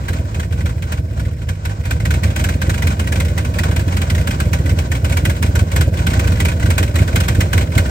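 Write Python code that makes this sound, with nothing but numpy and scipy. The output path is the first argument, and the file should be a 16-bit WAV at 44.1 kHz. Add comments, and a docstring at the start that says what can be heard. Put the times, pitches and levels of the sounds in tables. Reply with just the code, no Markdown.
"""Dry barks and deep thumps in a lumpy rhythm: a turbocharged V8 idles in front of a garage, a few metres
away. The near cylinders bark out of open upswept pipes, ringing the sheet metal, and slugs of gas thump
behind the barks. One cylinder thumps deepest and often misfires; the far bank fills in between.
Underneath lie turbulent rumble, gas hiss, valve ticks and a faint whistle. The idle sags, then catches
and grows louder. Two microphone ports share the bass but hear the treble apart."""
import sys
import numpy as np
from scipy import signal
from scipy.fft import rfft, irfft
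from scipy.io import wavfile
from scipy.ndimage import uniform_filter1d

SR = 44100
rng = np.random.default_rng(int(sys.argv[2]) if len(sys.argv) > 2 else 0)


def output_pcm(signal):
    """Save a mono or channel-first signal as 16-bit PCM at the path in sys.argv[1].

    Samples are clipped to [-1, 1] before scaling.
    """
    pcm = np.clip(np.atleast_2d(signal).T, -1, 1) * 32767
    wavfile.write(sys.argv[1], SR, np.round(pcm).astype(np.int16))


N = 348390
T = np.arange(N) / SR
HZ = np.maximum(np.arange(N // 2 + 1) * SR / N, 1)

# the pace of the idle: t/s, four-stroke cycles done
CRANK_CYCLES = [(-.067, 0), (.718, 6), (1.12, 9), (1.404, 11), (1.883, 14), (2.031, 15), (2.17, 16),
                (3.184, 24), (4.335, 33), (4.722, 36), (6.256, 48), (6.638, 51), (7.016, 54), (8.008, 62)]
# engine load, the two faders most layers ride on: t/s, rumble level/dB, gas flow level/dB
ENGINE_LOAD = [(0.0, -25, -40), (1.08, -27, -47), (1.21, -27, -45), (1.56, -32, -46.5), (1.72, -28, -42),
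               (2.27, -21.5, -38), (5.74, -20, -37.5), (6.2, -19.5, -37), (7.9, -18, -36)]
# the clearest barks at the pipe mouths: t/s, level/dB, ring f/Hz
CLEAR_BARKS = [(0.0843, -18.5, 1600), (0.1328, -23, 1480), (0.1845, -31.5, 2450), (0.2537, -39.5, 1770),
               (0.2835, -52, 1510), (0.346, -24.5, 2500), (0.398, -21, 1560), (0.4305, -28, 1820),
               (0.5097, -33, 2000), (0.5251, -26, 1480), (0.5771, -33, 2420), (0.6072, -26.5, 1910),
               (0.659, -21, 1420), (0.694, -27, 1460), (0.78, -36.5, 1990), (0.824, -23.5, 2190),
               (0.8725, -36, 2220), (0.9218, -18, 1604), (0.9755, -30.5, 2300), (1.1307, -37, 1550),
               (1.175, -33, 1430), (1.197, -25, 1470), (1.252, -31.5, 2050), (1.3104, -37, 1460),
               (1.4182, -31, 1480), (1.49, -20, 1670), (1.6533, -19.5, 1440), (1.695, -30, 1714),
               (1.838, -32, 2120), (1.855, -22.5, 2100), (1.9095, -16, 1484), (2.0017, -24.5, 2140),
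               (2.0543, -17, 1884), (2.108, -16, 1500), (2.14, -19.5, 2210), (2.2357, -15.5, 2400),
               (2.3045, -26, 1590), (2.3623, -15.5, 2510), (2.396, -18, 2160), (2.442, -14, 1660),
               (2.4895, -16.5, 1620), (2.539, -28.5, 2420), (2.618, -16, 1586), (2.6967, -15, 1484),
               (2.7424, -20.5, 1640), (2.7784, -22.5, 2420), (2.823, -16, 2000), (2.871, -15, 2420),
               (2.9046, -23.5, 2230), (2.9701, -43, 1430), (2.9959, -16.5, 1470), (3.0728, -19, 1930),
               (3.1233, -16.5, 1700), (3.1575, -20.5, 2380), (3.202, -14.5, 2110), (3.2504, -22, 1930),
               (3.284, -25.5, 2110), (3.379, -15.5, 2040), (3.449, -21.5, 2530), (3.5402, -24, 2460),
               (3.588, -14, 1900), (3.6359, -16, 1495), (3.713, -21.5, 1640), (3.763, -16.5, 2370),
               (3.795, -21, 1650), (3.8807, -23, 1430), (3.924, -22.5, 2250), (3.969, -17, 1520),
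               (4.0176, -17, 2330), (4.101, -16, 1960), (4.15, -19.5, 1880), (4.181, -22, 2100),
               (4.2121, -26, 1470), (4.2738, -15.5, 1490), (4.309, -19.5, 2340), (4.343, -30.5, 2450),
               (4.4026, -15, 1650), (4.5331, -14, 2410), (4.586, -28, 1900), (4.639, -37, 1960),
               (4.6605, -22, 1970), (4.6946, -19.5, 2100), (4.788, -17, 2410), (4.9178, -16, 1830),
               (4.952, -21, 2230), (5.0467, -17, 1450), (5.097, -20.5, 2310), (5.124, -18.5, 2240),
               (5.171, -13.5, 2320), (5.253, -12.5, 1960), (5.298, -16, 1640), (5.366, -27, 1470),
               (5.427, -13.5, 1510), (5.462, -24, 1490), (5.555, -14.5, 1460), (5.592, -18.5, 2390),
               (5.717, -20, 2230), (5.7625, -12, 1665), (5.811, -13, 1460), (5.9394, -25, 1490),
               (5.9732, -22, 1570), (5.9908, -25, 2420), (6.0214, -30, 1600), (6.0686, -13, 2420),
               (6.1032, -20.5, 2270), (6.136, -18.5, 1760), (6.1953, -14.5, 1910), (6.243, -24, 2380),
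               (6.2745, -17.5, 1520), (6.321, -20.5, 1445), (6.357, -26, 2020), (6.403, -12.5, 1986),
               (6.452, -14, 2390), (6.485, -18, 2500), (6.5186, -25.5, 1700), (6.599, -22.5, 1470),
               (6.628, -21, 1950), (6.6592, -19, 1540), (6.7042, -13, 2190), (6.7814, -10, 1535),
               (6.829, -16, 1700), (6.943, -26, 1470), (6.9576, -15, 1940), (6.988, -20, 2174),
               (7.019, -20.5, 1640), (7.061, -41, 1630), (7.0786, -19.5, 1540), (7.1292, -28, 2240),
               (7.1593, -10.5, 2100), (7.204, -14, 1490), (7.237, -22.5, 1470), (7.284, -12, 1447),
               (7.3497, -20.5, 1790), (7.4077, -11.5, 2000), (7.5319, -11.5, 1540), (7.5785, -14, 2210),
               (7.611, -20, 2440), (7.7204, -26, 2170), (7.752, -21, 2410), (7.7799, -11, 2125),
               (7.86, -23, 1820)]
# near cylinders when they burn poorly: place/eighths of a cycle, bark level/dB over the gas flow
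SOFT_BARKS = [(1.2, -8), (4.2, 1), (6.29, 2), (7.29, 3)]
# far-bank pulses and echoes in the pipes: place/eighths of a cycle, level/dB over the rumble
FAR_PULSES = [(0.899, 5), (2.703, 6), (3.329, 11.5), (4.1, 4), (5.86, 7)]
# how well the far bank burns, cycle by cycle: gain/dB
FAR_BURN = [6, -2, 1.5, 2.5, 5.2, 6.5, 3.5, 0.5, 4.5, 6.5, 4.7, 7, 7, 5.5, 4, 4, 2, -5, -3, -5, -6, 2.5,
            0.5, 0, 1, -1, 1, -3.5, -5, 1, -6, 1.5, -3, -4, 1, 1.2, 2, 1.5, 2.5, -0.5, 2.5, -0.5, 0.5, -5,
            3.5, -0.5, -1, 3, 1, 0.5, -1.5, -.1, -1.5, 2, -4, -4, -2, -4, 1.5, -3, -4.5, -2]
# the deep cylinder cycle by cycle, low where it misfires: level/dB over the rumble
DEEP_BURN = [5, 18.4, 12, 9, 18, 9.9, 15.6, 20.5, 12, 19.4, 14.5, 16, 12, 16, 14, 18, 16, 13, 16.7, 16, 4.4,
             7.8, 8.7, 12.5, 18, 6.7, 11, 19.6, 3.5, 14, 15.7, 16.5, 15, 17, 14.4, 16.5, 5.9, 5.4, 16, 12,
             9.7, 13.6, 18.3, 9.4, 15, 17.8, 5.7, 15.3, 6.5, 4.9, 15.6, 11, 9.7, 19.8, 17, 5.5, 15.7, 8,
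             5.1, 14.7, 6.6, 17.5]
# tone curves of the rumble, the barks and the gas hiss: f/Hz, relative level/dB
RUMBLE_EQ = [(40, -9), (60, -7), (110, -13), (160, -2), (200, -5.5), (320, -11), (420, -18.5), (520, -14.5),
             (690, -15), (720, -33), (1200, -45.5)]
BARK_EQ = [(400, -4), (800, -2), (1100, -3.5), (1500, -3.5), (2200, -1), (3000, -3.5), (4500, -9),
           (7500, -7), (10000, -11), (13000, -6.5), (16000, -12)]
FLOW_EQ = [(500, 11), (800, 13), (1500, 7), (2500, 2.5), (4000, -2), (7500, -3), (11000, -31), (16000, -41)]
# sheet-metal and pipe resonances that colour the gas: f/Hz, width/Hz, gain/dB
SHELL_PEAKS = [(785, 41, 9), (959, 38, 12), (1097, 66, 6.5), (1501, 150, 9.5), (1760, 160, -1.5),
               (2454, 110, 5), (2920, 80, 1.5), (3920, 96, 7), (8320, 3200, 5)]
# hollow body of the exhaust, rung by every firing: f/Hz, level/dB, t60/s
BODY_MODES = [(156.1, -16, 0.32), (229, -27, 0.041), (281, -19, 0.078), (343.3, -23, 0.13),
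              (484, -16, 0.077), ]
# sheet metal rung by each bark: f/Hz, width/Hz, level/dB
PANEL_MODES = [(955, 33, -15.5), (1080, 60, -12), (1530, 50, -10)]
# how alike the two microphone ports sound: f/Hz, likeness from 0 to 1
PORT_LIKENESS = [(60, .999), (300, .97), (600, .82), (1200, .72), (2000, .68), (3000, .5), (6000, .3),
                 (7500, .4), (8500, .75), (10000, .9), (16000, .9)]
# left port over right: f/Hz, level/dB
PORT_BALANCE = [(30, -3), (60, 0.6), (110, -2.5), (200, -2), (380, -3), (700, -3), (1290, 0.5), (2380, -4),
                (4400, 4.5), (8120, 0), (15000, -0.5)]
# left port ahead of right: f/Hz, phase/rad
PORT_PHASE = [(30, 0), (120, -.1), (520, -.4), (780, 2.9), (1300, 3.8), (2000, 6.2), (2700, 8.6),
              (3500, 8.2), (4500, 13), (7000, 14.6), (8500, 12.6), (10300, 9.42), (12000, 6.28),
              (13800, 3.14), (15500, 0)]


def undb(db):
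    """Gain of a level in dB."""
    return 10 ** (np.asarray(db) / 20)


def curve(table):
    """A (f/Hz, value) table drawn across the spectrum on a log axis."""
    hz, value = np.transpose(table)
    return np.interp(np.log(HZ), np.log(np.maximum(hz, 1)), value)


def peak(hz, width_hz):
    """Gain spectrum of one resonance."""
    return 1 / (1 + (2 * (HZ - hz) / width_hz) ** 2)


def noise(gain):
    """Noise with the given gain spectrum, rms 1."""
    x = irfft(rfft(rng.standard_normal(N)) * gain, N)
    return x / x.std()


def wander(rate_hz):
    """A smooth random wobble with a spread near 1."""
    hold = int(SR / rate_hz)
    steps = np.repeat(rng.standard_normal(N // hold + 1), hold)
    return 1.44 * uniform_filter1d(uniform_filter1d(steps, hold), hold)[:N]


def strike(times, gains, shape):
    """The shape triggered at each time with its gain."""
    train, at = np.zeros(N), (np.asarray(times) * SR).astype(int)
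    inside = (at >= 0) & (at < N)
    np.add.at(train, at[inside], gains[inside])
    return signal.fftconvolve(train, shape)[:N]


def ring(envelope, hz, width_hz):
    """A noise burst through one resonance, with the energy of its envelope."""
    band = signal.butter(1, [hz - width_hz / 2, hz + width_hz / 2], "band", fs=SR)
    tone = signal.lfilter(*band, envelope * rng.standard_normal(len(envelope)))
    return tone * np.sqrt(np.sum(envelope ** 2) / np.sum(tone ** 2))


def crank_times(eighths):
    """When the crank passes the given places, one row a cycle."""
    crank_s, cycles = np.transpose(CRANK_CYCLES)
    return np.interp(np.arange(cycles[-1])[:, None] + eighths / 8, cycles, crank_s, left=-1)


def shell():
    """Gain spectrum of the metal and pipes around the gas."""
    return undb(sum(db * peak(hz, width) for hz, width, db in SHELL_PEAKS))


def whistle():
    """A faint steady whistle, perhaps a pump."""
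    return undb(-61) * noise(peak(5200, width_hz=300))


def gas_hiss(envelope):
    """Flowing exhaust gas, coloured by the metal around it."""
    return envelope * noise(undb(curve(FLOW_EQ)) * shell())


def valve_hiss(floor=0):
    """A broad metallic midrange hiss; the floor opens up its lows and highs."""
    return noise((peak(2120, width_hz=2900) + floor) * shell())


def valve_ticks(flow_db):
    """Valve gear and injectors tick eight times a cycle, a few much louder: hiss envelope, and rings."""
    low_hz, high_hz, t60_s, scatter_db = 1420, 5470, .05, 5.5
    at = crank_times(np.arange(8) + .24).ravel()
    gains = undb(np.interp(at, T, flow_db) - 2.5 + scatter_db * rng.standard_normal(len(at)))
    pitches = low_hz * (high_hz / low_hz) ** rng.random(len(at)) ** 1.67
    t = T[:int(.05 * SR)]
    shape = (1 - np.exp(-t / .003)) * undb(-60 * t / t60_s)
    rings = np.zeros(N + len(t))
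    for start, gain, hz in zip(at, gains, pitches):
        if 0 <= start < T[-1]:
            rings[int(start * SR):][:len(t)] += gain * np.sqrt(low_hz / hz) * ring(shape, hz, width_hz=220)
    return strike(at, gains, shape), undb(-5) * rings[:N]


def rumble(rumble_db, thumps):
    """Turbulence in pipes and turbines, swelling with each firing."""
    swell = uniform_filter1d(np.abs(thumps), size=500)
    pumping = .51 + .86 * swell / uniform_filter1d(swell, size=SR // 2)
    return noise(undb(curve(RUMBLE_EQ))) * pumping * undb(rumble_db - 7.5 + .16 * wander(11))


def exhaust_body():
    """The hollow modes of the exhaust bloom as a slug of gas leaves."""
    t = T[:int(.1 * SR)]
    modes = sum(undb(db - 60 * t / t60) * np.sin(2 * np.pi * hz * t) for hz, db, t60 in BODY_MODES)
    return (1 - np.exp(-t / .011)) * modes


def pipe_knock(hz=176, lag_s=.01154, half_length_s=.0044):
    """A short hollow knock of the pipe between bark and thump."""
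    t = T[:int(.03 * SR)] - lag_s
    return undb(-11) * np.exp(-(t / half_length_s) ** 2) * np.cos(2 * np.pi * hz * t)


def gas_slug(slug_hz=86, slug_s=.0031, pipe_hz=71.6, rise_s=.26, t60_s=.3):
    """A slug of gas swings the pipe once and a half; a faint hum grows behind it. Peak 1."""
    t = T[:int(.09 * SR)]
    slug = (t / slug_s) ** 3 * np.exp(-t / slug_s) * np.cos(2 * np.pi * slug_hz * t)
    hum = undb(-6 - 60 * t / t60_s) * (1 - np.exp(-t / rise_s)) * np.sin(2 * np.pi * pipe_hz * t)
    return (slug + hum) / np.max(slug + hum)


def far_and_deep_pulses(rumble_db, near_s, first_thump_db):
    """Times and levels of the far bank's pulses and, in the last column, of the deep cylinder."""
    deep_place = 7.84
    place, over_db = np.transpose(FAR_PULSES + [(deep_place, 0)])
    at = crank_times(place)
    even_s = crank_times(np.transpose(SOFT_BARKS)[0]).ravel()
    at = at + np.interp(at, even_s, near_s.ravel() - even_s)  # push and drag with the near bank
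    base_db = np.interp(at, T, rumble_db)
    accent_db = first_thump_db - base_db[:, :1]  # the far bank leans on the first near thump
    db = base_db + over_db
    db[:, :-1] += .1 * (accent_db - accent_db.mean()) + np.array(FAR_BURN)[:, None]
    db[:, -1] += DEEP_BURN
    return at, db


def exhaust_thumps(rumble_db, near_s, bark_db, lag_s=.01164, jitter_s=.0005, scatter_db=1.6):
    """The low beat: slugs of gas behind three near cylinders' barks, the far bank and the deep cylinder."""
    bark_s = near_s[:, :3]
    thump_db = -7 + .46 * (bark_db[:, :3] + 15)  # a harder bark brings a heavier thump
    pulse_s, pulse_db = far_and_deep_pulses(rumble_db, near_s, thump_db[:, :1])
    at, db = np.hstack([bark_s + lag_s, pulse_s]), np.hstack([thump_db, pulse_db])
    chance = rng.standard_normal(at.shape + (2,))
    times = (at + jitter_s * chance[..., 1]).ravel()
    gains = undb(db + scatter_db * chance[..., 0]).ravel()
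    body_lag_s = .00576 + .00159 * rng.standard_normal(len(times))
    knocks = strike(bark_s.ravel(), undb(thump_db).ravel(), pipe_knock())
    return strike(times, gains, gas_slug()) + strike(times + body_lag_s, gains, exhaust_body()) + knocks


def near_bank(flow_db, scatter_db=3):
    """Bark cues (t/s, level/dB, f/Hz), soft ones filling the gaps; then each firing's time and level."""
    clear_s, clear_db, clear_hz = np.transpose(CLEAR_BARKS)
    place, over_db = np.transpose(SOFT_BARKS)
    at = crank_times(place)
    soft_db = over_db + np.interp(at, T, flow_db) + scatter_db * rng.standard_normal(at.shape)
    soft_hz = rng.uniform(1450, 2450, at.shape)
    apart_s = np.abs(at[..., None] - clear_s)
    nearest, clear = apart_s.argmin(axis=-1), apart_s.min(axis=-1) <= .013
    at = at + np.interp(at, at[clear], (clear_s[nearest] - at)[clear])  # early or late with the barks
    soft = ~clear & (at > 0) & (at < T[-1])
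    cues = np.hstack([[clear_s, clear_db, clear_hz], [at[soft], soft_db[soft], soft_hz[soft]]])
    return cues, at, np.where(clear, clear_db[nearest], soft_db)


def pipe_pings(times, db, ring_hz, rise_s=.003, t60_s=.06):
    """The pipe mouth pings: a clear metallic note inside each bark."""
    t, out = T[:SR // 20], np.zeros(N + SR // 20)
    shape = (1 - np.exp(-(t / rise_s) ** 2)) * undb(-2 - 60 * t / t60_s)
    for start, level_db, hz, phase in zip(times - rise_s / 2, db, ring_hz, rng.random(len(times))):
        out[int(start * SR):][:len(t)] += undb(level_db) * shape * np.sin(2 * np.pi * (hz * t + phase))
    return out[:N]


def bark_rings(crack, main_hz, second_hz, sizzle_hz):
    """What one crack of gas sets ringing: two pitches, a thin sizzle and the sheet metal."""
    sizzle = undb(-13) * sum(ring(crack, hz, width_hz=90) for hz in sizzle_hz)
    main = undb(-3) * ring(crack, main_hz, width_hz=260)
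    second = undb(-5) * ring(crack, second_hz, width_hz=260)
    panels = sum(undb(db) * ring(crack, hz, width) for hz, width, db in PANEL_MODES)
    return main + second + sizzle + panels


def barks(times, db, ring_hz, second_hz, sizzle_hz):
    """Gas bursts from the pipe mouth: a small leak, a dry ringing crack, then a duller tail."""
    leak_s, crack_s, tail_t60_s, treble_hz, tail_hz = .011, .0058, .11, 3060, 7140
    times, db, t = times - .003, db - 3.5, T[:int(.2 * SR)]
    crack = (t / crack_s) ** .74 * np.exp(-(t / crack_s) ** 2 / 2)
    tail = (1 - np.exp(-t / .0072)) * undb(3 - 60 * t / tail_t60_s)
    colour, treble = undb(curve(BARK_EQ)) * shell(), 1 / (1 + (treble_hz / HZ) ** 4)
    treble_db = db + 1 + .44 * (db - db.max())  # strong barks are brighter
    gas = rfft(noise(colour))
    out = irfft(gas * (1 - treble), N) * strike(times, undb(db), crack)
    out += irfft(gas * treble, N) * strike(times, undb(treble_db), crack)
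    out += noise(colour / (1 + (HZ / tail_hz) ** 2)) * strike(times, undb(db), tail)
    out += valve_hiss() * strike(times - leak_s, undb(db - 17), np.hanning(int(2 * leak_s * SR)))
    for start, level_db, *pitches in zip(times, db, ring_hz, second_hz, sizzle_hz):
        tone = bark_rings(crack[:SR // 20], *pitches)
        at = int(max(start, 0) * SR)
        out[at:at + len(tone)] += undb(level_db) * tone[:N - at]
    return out


def microphone_ports(left, other):
    """Stereo width: the right port blends the left's sound with other turbulence, offset in tone and phase."""
    left, likeness = rfft(left), curve(PORT_LIKENESS)
    right = likeness * left + np.sqrt(1 - likeness ** 2) * rfft(other)
    pan, lag = undb(curve(PORT_BALANCE) / 2), np.exp(-1j * curve(PORT_PHASE))
    return np.array([irfft(left * pan, N), irfft(right / pan * lag, N)])


def scene():
    """The idling engine in stereo; turbulence is made twice, since the ports share it only in part."""
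    load_s, *faders = np.transpose(ENGINE_LOAD)
    rumble_db, flow_db = (np.interp(T, load_s, fader) for fader in faders)
    cues, near_s, bark_db = near_bank(flow_db)
    thumps = exhaust_thumps(rumble_db, near_s, bark_db)
    tick_envelope, tick_rings = valve_ticks(flow_db)
    gas_envelope = undb(flow_db + 2.5 + 3.53 * wander(60) + 1.02 * wander(24.974))
    sizzle_hz = 1000 * 9 ** rng.random((cues.shape[1], 4))
    second_hz = rng.uniform(1400, 3300, cues.shape[1])
    turbulence, other = (whistle() + gas_hiss(gas_envelope) + tick_envelope * valve_hiss(floor=.027)
                         + rumble(rumble_db, thumps) + barks(*cues, second_hz, sizzle_hz)
                         for _ in range(2))
    return microphone_ports(turbulence + tick_rings + thumps + pipe_pings(*cues), other)


def record(dry):
    """The phone cuts the deepest bass, rounds the loudest peaks and cuts the top."""
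    low_hz, top_hz, ceiling = 40, 15800, 1.15
    trimmed = signal.sosfiltfilt(signal.butter(2, low_hz, "high", fs=SR, output="sos"), dry)
    rounded = ceiling * np.tanh(trimmed / ceiling)
    return signal.sosfilt(signal.ellip(10, .2, 80, top_hz, fs=SR, output="sos"), rounded)


dry = scene()
out = record(dry)
output_pcm(out)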